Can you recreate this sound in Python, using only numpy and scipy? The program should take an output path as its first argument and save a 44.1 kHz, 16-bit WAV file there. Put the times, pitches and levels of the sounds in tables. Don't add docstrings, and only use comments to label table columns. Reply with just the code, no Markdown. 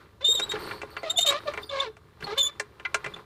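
import sys
import numpy as np
from scipy import signal
from scipy.fft import rfft, irfft, next_fast_len
from scipy.io import wavfile
from scipy.ndimage import uniform_filter1d

SR = 44100
rng = np.random.default_rng(int(sys.argv[2]) if len(sys.argv) > 2 else 0)


def unload_audio(sound):
    columns = np.transpose(np.atleast_2d(sound))
    steps = np.round(np.clip(columns, -1, 1) * 32767)
    wavfile.write(sys.argv[1], SR, steps.astype(np.int16))


N = 143325
T = np.arange(N) / SR

# start and length in seconds, first and last pitch in Hz,
# level in dB before SQUEAL_BOOST_DB, octave above in dB compared with that, roughness from 0 to 1.
SQUEALS = [(0.22,0.033,3580,3510,-44.5,-27,0.2),(0.242,0.044,3605,3657,-21,-20,0.14),(0.279,0.047,3675,3711,-21,-14,0.06),(0.329,0.012,3677,3815,-40.5,6.5,0.05),
           (0.344,0.017,3920,3725,-27,-6,0.21),(0.367,0.032,3627,3652,-28.5,-13,0.15),(0.413,0.03,3690,3873,-29.5,-17.5,0.18),(0.492,0.012,3670,3743,-32,-8.5,0.1),(0.51,0.011,3820,3767,-31.5,-22,0.55),
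           (1.096,0.011,3628,3700,-23,-11.5,0.21),(1.157,0.023,3400,3500,-32,-21,0.04),(1.169,0.018,3508,3650,-24.5,-6,0),(1.182,0.011,3668,3643,-19,-10,0.43),(1.203,0.017,3654,3674,-26.5,-2,0.35),(1.224,0.0073,3610,3682,-19,-15,0.15),
           (1.259,0.019,3605,3710,-23,-9.5,0.67),(1.281,0.016,3752,3810,-20.5,-9.5,0.44),
           (2.375,0.022,3517,3605,-24.5,-12,0.59),(2.398,0.019,3530,3544,-22.5,-12,0.16),(2.424,0.035,3450,3469,-28.5,-3,0.04),(2.461,0.012,3570,3503,-26.5,-10,0.14)]
# middle and length in seconds, pitch in Hz, level in dB.
SQUEAKS = [(0.99,0.048,4480,-51),(1.043,0.01,2081,-35),(1.635,0.012,3615,-39.5),(1.699,0.014,3515,-33),(1.805,0.012,3525,-21.5),(2.246,0.012,4316,-32.5),(2.859,0.017,2025,-28),(3.144,0.012,3494,-35)]
# time in seconds, pitch in Hz, level in dB,
# overtones in dB compared with that level.
GROANS = [
    [(0.211,495,-43,0),(0.275,697,-52,-4)],
    [(0.29,446,-33.5,-34),(0.318,491,-38,-31),(0.335,491,-59,-13),(0.353,494,-38,-1)],
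    [(0.54,440,-28,-12),(0.58,413,-46.5,-2)],
    [(1.034,686,-37.5,-5.5),(1.08,624.4,-34.5,-2),(1.115,667.4,-50.5,7),(1.148,749,-40.5,-34),(1.168,665,-54,-29),(1.192,700.3,-26,-8),(1.215,710.7,-61,15)],
    [(1.25,679.4,-35.5,-7),(1.285,566.8,-35,4),(1.31,553,-36,4.5),(1.365,593.3,-34,-1),(1.39,635,-56,16)],
    [(1.458,650,-41.5,-18),(1.48,584.6,-28.5,-4.5),(1.525,600,-52,1)],
    [(1.695,551.3,-52.5,3),(1.712,563.4,-36.5,-2.5),(1.77,537.5,-36,1.5),(1.83,552.5,-38.5,6),(1.86,466.3,-46.5,5.5),(1.878,437.5,-36.5,-9),(1.915,424.7,-47.5,-29)],
    [(2.27,415,-50,14.5),(2.287,405.5,-40.5,-3),(2.308,405,-37,-0.5),(2.333,435.5,-32,-6),(2.355,489,-51.5,-1),(2.38,557.3,-36.5,4),(2.41,538,-52,-0.5),(2.5,577,-56.5,11.5)],
]
# frequency in Hz, gain in dB.
GROAN_COLOUR = [(800,-5.5),(1100,-4.5),(1650,-12),(2300,-11.5),(3000,-26.5),(4200,-23.5),(6000,-33.5),(9000,-46)]
# frequency in Hz, relative strength in dB.
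RASP_COLOUR = [(250,-43),(430,11),(800,6.5),(1500,-16.5),(2500,7),(4000,12),(6000,-6.5),(10000,-19),(15000,-46.5)]
# start in seconds, low, middle and treble level in dB,
# pitch of the struck spot in Hz.
KNOCKS = [(0.396,-35,-31,-36,1330),(0.517,-56,-34,-44,1780),(0.555,-41,-35,-71,1600),(0.71,-44,-33,-71,1624),(0.8156,-44.5,-36.5,-52,2527),(0.83,-36,-43.5,-62,1133),(0.966,-42,-30.5,-58,1227),(1.03,-36,-42,-58,2034),(1.303,-32.5,-34,-37,1206),(1.322,-35,-29.5,-44.5,1110),(1.536,-41,-36.5,-53,2300),(1.574,-37.5,-32,-56,2020),(1.967,-55,-52.5,-64.5,1306),(2.206,-57,-49,-60,2800),(2.225,-62,-37.5,-63,1624),(2.597,-35.5,-27.5,-34.5,1767),(2.797,-51.5,-43.5,-64.5,1580),(2.85,-58,-29,-76,1480),(2.9435,-33.5,-21,-31,1420),(3.043,-44,-32,-50.5,1900),(3.061,-40.5,-32.5,-51.5,2230),(3.162,-47,-45.5,-65,1200)]
# bottom and top in Hz, seconds to fade by 60 dB.
KNOCK_BANDS = [(370,950,.07),(1000,3000,.048),(4300,9000,.045)]
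# pitch in Hz, relative level in dB, seconds to fade by 60 dB.
FRAME_NOTES = [(418,2,.16),(680,-1,.06),(1048,0,.14),(1420,-1.5,.11),(1655,-2,.07),(2050,-2,.08),(2360,-4,.1),(2700,3,.05),(4100,-4,.07),(6460,1,.07),(8177,1,.06)]
# time in seconds, level in dB.
ROLL_LEVELS = [(0,-51.5),(0.09,-59.5),(0.19,-62),(0.38,-44),(0.5,-41.5),(0.63,-38.5),(0.73,-38.5),(0.79,-47.5),(0.91,-50),(1.42,-46.5),(1.61,-43.5),(1.68,-55.5),(1.88,-53),(1.95,-63.5),(2.19,-59),(2.23,-40),(2.37,-50),(2.72,-58.5),(3.08,-47),(3.2,-48.5),(3.25,-59)]
# frequency in Hz, relative strength in dB.
ROLL_COLOUR = [(60,-5.5),(110,-1.5),(180,-2),(260,-8),(430,0),(620,-14),(850,-9.5),(1080,-4.5),(1600,-11.5),(2500,-18),(4000,-14),(6500,-31),(10000,-30.5),(15000,-35)]
# start and length in seconds, pitch in Hz, level in dB.
RUBS = [(0.588,0.23,4400,-48.5),(0.895,0.15,4400,-57),(1.394,0.24,4500,-62),(1.615,0.09,4700,-51.5)]
# start in seconds, level in dB.
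THUDS = [(0.648,-68),(2.22,-45),(3.059,-47)]
# frequency in Hz, relative strength in dB.
RUMBLE_COLOUR = [(35,-31.5),(70,6.5),(110,1.5),(260,-12),(450,-16),(700,-22),(1100,-32.5),(3500,-36),(15000,-41)]

SQUEAL_BOOST_DB, SQUEAL_ATTACK_S, SQUEAL_RELEASE_S = 1.8, 0.0067, 0.0084
SLIP_HZ = 520
RING_DB, KNOCK_ATTACK_S, SPOT_WIDTH_RATIO = -20, 0.001, 1.16
GRAINS_PER_S, GRAIN_SPREAD_DB = 200, 3.3
RUB_WIDTH_HZ, RUB_OVERTONE_DB, RUB_ATTACK_S = 200, -11, .009
RUMBLE_DB, CUTOFF_HZ = -56.5, 15500


def squeals():
    hz, level, overtone_level, rough = np.zeros((4, N))
    for s, length, first_hz, last_hz, db, octave_db, roughness in SQUEALS:
        rise = np.clip((T - s) / SQUEAL_ATTACK_S, 0, 1)
        swell = rise * np.exp(-np.clip((T - s - length) / SQUEAL_RELEASE_S, 0, 20))
        hz = np.where(T >= s, np.interp(T, [s, s + length], [first_hz, last_hz]), hz)
        rough = np.where(T >= s, roughness, rough)
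        level = np.maximum(level, swell * from_db(db))
        overtone_level = np.maximum(overtone_level, swell * from_db(db + octave_db))
    hz, rough = uniform_filter1d([hz, rough], size=200)
    slips = phase_of(groan_curves()[0] * (1 + .1 * drift(160)))
    flutter = from_db(SQUEAL_BOOST_DB + drift(140)) * (1 + rough * .38 * np.sin(slips))
    phase = phase_of(hz * (1 + .004 * drift(120)))
    phase += rough * (.8 * np.cos(slips) + .45 * drift(630))
    overtones = sum(from_db(db) * rms_one(from_db(3 * drift(72))) * np.sin(k * phase)
                    for k, db in ((2, 0), (3, -13.5), (4, -17)))
    tone = np.sqrt(2) * flutter * (level * np.sin(phase) + overtone_level * overtones)
    scrape = rms_one(band(rng.standard_normal(N) * (1 + np.sin(slips)), 2500, CUTOFF_HZ))
    return tone + from_db(-8) * level * rough ** 2 * scrape


def squeaks():
    out, shake = np.zeros(N), 0.26 * drift(360)
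    for s, length, hz, db in SQUEAKS:
        near = np.abs(T - s) < length
        t = T[near] - s
        phase = 2 * np.pi * hz * t + shake[near]
        tone = np.sin(phase) + from_db(-22.5) * (np.sin(2 * phase) + 0.42 * np.sin(3 * phase))
        swell = np.exp(-np.abs(2.4 * t / length) ** 3)
        out[near] += np.sqrt(2) * from_db(db) * swell * tone
    return out


def groans():
    hz, level, overtone_level = groan_curves()
    phase = phase_of(hz * (1 + 0.018 * drift(236)))
    overtones = 0
    for k in range(2, 15):
        strength = from_db(at_hz(GROAN_COLOUR, k * hz)) * (1 + 0.93 * drift(70))
        overtones += strength * np.sin(k * phase + rng.uniform(0, 2 * np.pi))
    bursts = rng.standard_normal(N) * (1 + np.cos(phase)) * from_db(drift(120))
    rasp = from_db(-6) * overtone_level * coloured(bursts, RASP_COLOUR)
    low_note = level * np.sin(phase) * (1 + 0.36 * drift(51))
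    return np.sqrt(2) * (low_note + overtone_level * overtones) + rasp


def groan_curves():
    hz, level, overtone_level = np.full(N, float(SLIP_HZ)), np.zeros(N), np.zeros(N)
    for rows in GROANS:
        pitch, db, overtone_db = in_time(rows)
        on = gate(rows)
        hz = np.where(on > 0, pitch, hz)
        level += on * from_db(db)
        overtone_level += on * from_db(db + overtone_db)
    return hz, level, overtone_level


def knocks():
    out, t = np.zeros(N), T[:SR // 4]
    for s, *levels, spot_hz in KNOCKS:
        ring = 0
        for hz, db, t60 in FRAME_NOTES:
            strength = from_db(db + RING_DB + rng.normal()) * fade(t, t60)
            ring += strength * np.sin(2 * np.pi * hz * t) * rng.choice([-1, 1])
        for db, (low_hz, high_hz, t60) in zip(levels, KNOCK_BANDS):
            clatter = rng.standard_normal(len(t)) * fade(t, t60)
            blow = band((clatter + ring) * np.minimum(t / KNOCK_ATTACK_S, 1), low_hz, high_hz)
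            blow = band(blow, low_hz / 2, 1.07 * high_hz)
            blow += from_db(-1) * band(blow, spot_hz / SPOT_WIDTH_RATIO, spot_hz * SPOT_WIDTH_RATIO)
            add(out, s, from_db(db) * blow / np.std(blow[:SR // 100]))
    return out


def rolling():
    db, = in_time(ROLL_LEVELS)
    grit, edges_hz = 0, np.geomspace(300, 2600, 6)
    for low_hz, high_hz in zip(edges_hz, edges_hz[1:]):
        cracks = rng.random(N) < GRAINS_PER_S / SR
        sizes = from_db(GRAIN_SPREAD_DB * np.minimum(rng.exponential(1, N), 4))
        clicks = cracks * sizes * rng.choice([-1, 1], N)
        grit += band(clicks + 1e-18, low_hz, high_hz)
    scuff = rng.standard_normal(N)
    return from_db(db) * coloured(0.5 * rms_one(grit) + scuff, ROLL_COLOUR)


def rubs():
    out = np.zeros(N)
    for s, length, hz, db in RUBS:
        phase = phase_of(hz * (1 + .014 * drift(30)))
        hiss = 0
        for k in (1, 2, 3):
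            narrow_noise = drift(k * RUB_WIDTH_HZ) * np.sin(k * phase)
            flicker = from_db(2.8 * drift(40))
            hiss += from_db(RUB_OVERTONE_DB * (k > 1)) * rms_one(narrow_noise * flicker)
        rise = np.clip((T - s) / RUB_ATTACK_S, 0, 1)
        fall = np.sqrt(np.clip(1 - (T - s) / length, 0, 1))
        out += from_db(db) * hiss * rise * fall
    return out


def thuds():
    out, t = np.zeros(N), T[:SR // 3]
    for s, db in THUDS:
        bump = band(rng.standard_normal(len(t)) * fade(t, t60=0.3), low_hz=125, high_hz=190)
        add(out, s, from_db(db) * bump / np.std(bump[:SR // 25]))
    return out


def echoes(x, t60, top_hz):
    t = T[:SR // 2]
    tail = band(rng.standard_normal(len(t)) * fade(t, t60) * (t > .002), 320, top_hz)
    tail /= np.sqrt(np.sum(tail ** 2) * SR / 2 / top_hz)
    return signal.fftconvolve(x, tail)[:N]


def rumble():
    return from_db(RUMBLE_DB) * coloured(rng.standard_normal(N), RUMBLE_COLOUR)


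def from_db(db):
    return 10 ** (np.asarray(db) / 20)


def fade(t, t60):
    return from_db(-60 * t / t60)


def rms_one(x):
    return x / np.sqrt(np.mean(x ** 2) + 1e-20)


def in_time(rows):
    s, *columns = np.transpose(rows)
    return [np.interp(T, s, c) for c in columns]


def at_hz(colour, hz):
    table_hz, db = np.transpose(colour)
    return np.interp(np.log(hz + 1), np.log(table_hz), db)


def coloured(x, colour):
    size = next_fast_len(N)
    gains = from_db(at_hz(colour, np.fft.rfftfreq(size, 1 / SR)))
    return rms_one(irfft(rfft(x, size) * gains, size)[:N])


def band(x, low_hz, high_hz):
    edges_hz = [low_hz, min(high_hz, .45 * SR)]
    return signal.sosfilt(signal.butter(2, edges_hz, "band", fs=SR, output="sos"), x)


def drift(hz):
    return rms_one(signal.sosfilt(signal.butter(2, hz, fs=SR, output="sos"), rng.standard_normal(N)))


def gate(rows, fade_s=.004):
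    return np.clip(np.minimum(T - rows[0][0], rows[-1][0] - T) / fade_s + 1, 0, 1)


def phase_of(hz):
    return 2 * np.pi * np.cumsum(hz) / SR


def add(out, s, x):
    i = int(s * SR)
    out[i:i + len(x)] += x[:N - i]


def scene():
    jack = squeals() + squeaks() + groans() + knocks() + rolling() + rubs() + thuds()
    under_car = from_db(-11) * echoes(jack, t60=.065, top_hz=11400)
    garage = from_db(-25) * echoes(jack, t60=.42, top_hz=4300)
    return (jack + under_car + garage + rumble())[None]


def record(dry):
    return signal.sosfilt(signal.ellip(10, .3, 80, CUTOFF_HZ, fs=SR, output="sos"), dry)


dry = scene()
out = record(dry)
unload_audio(out)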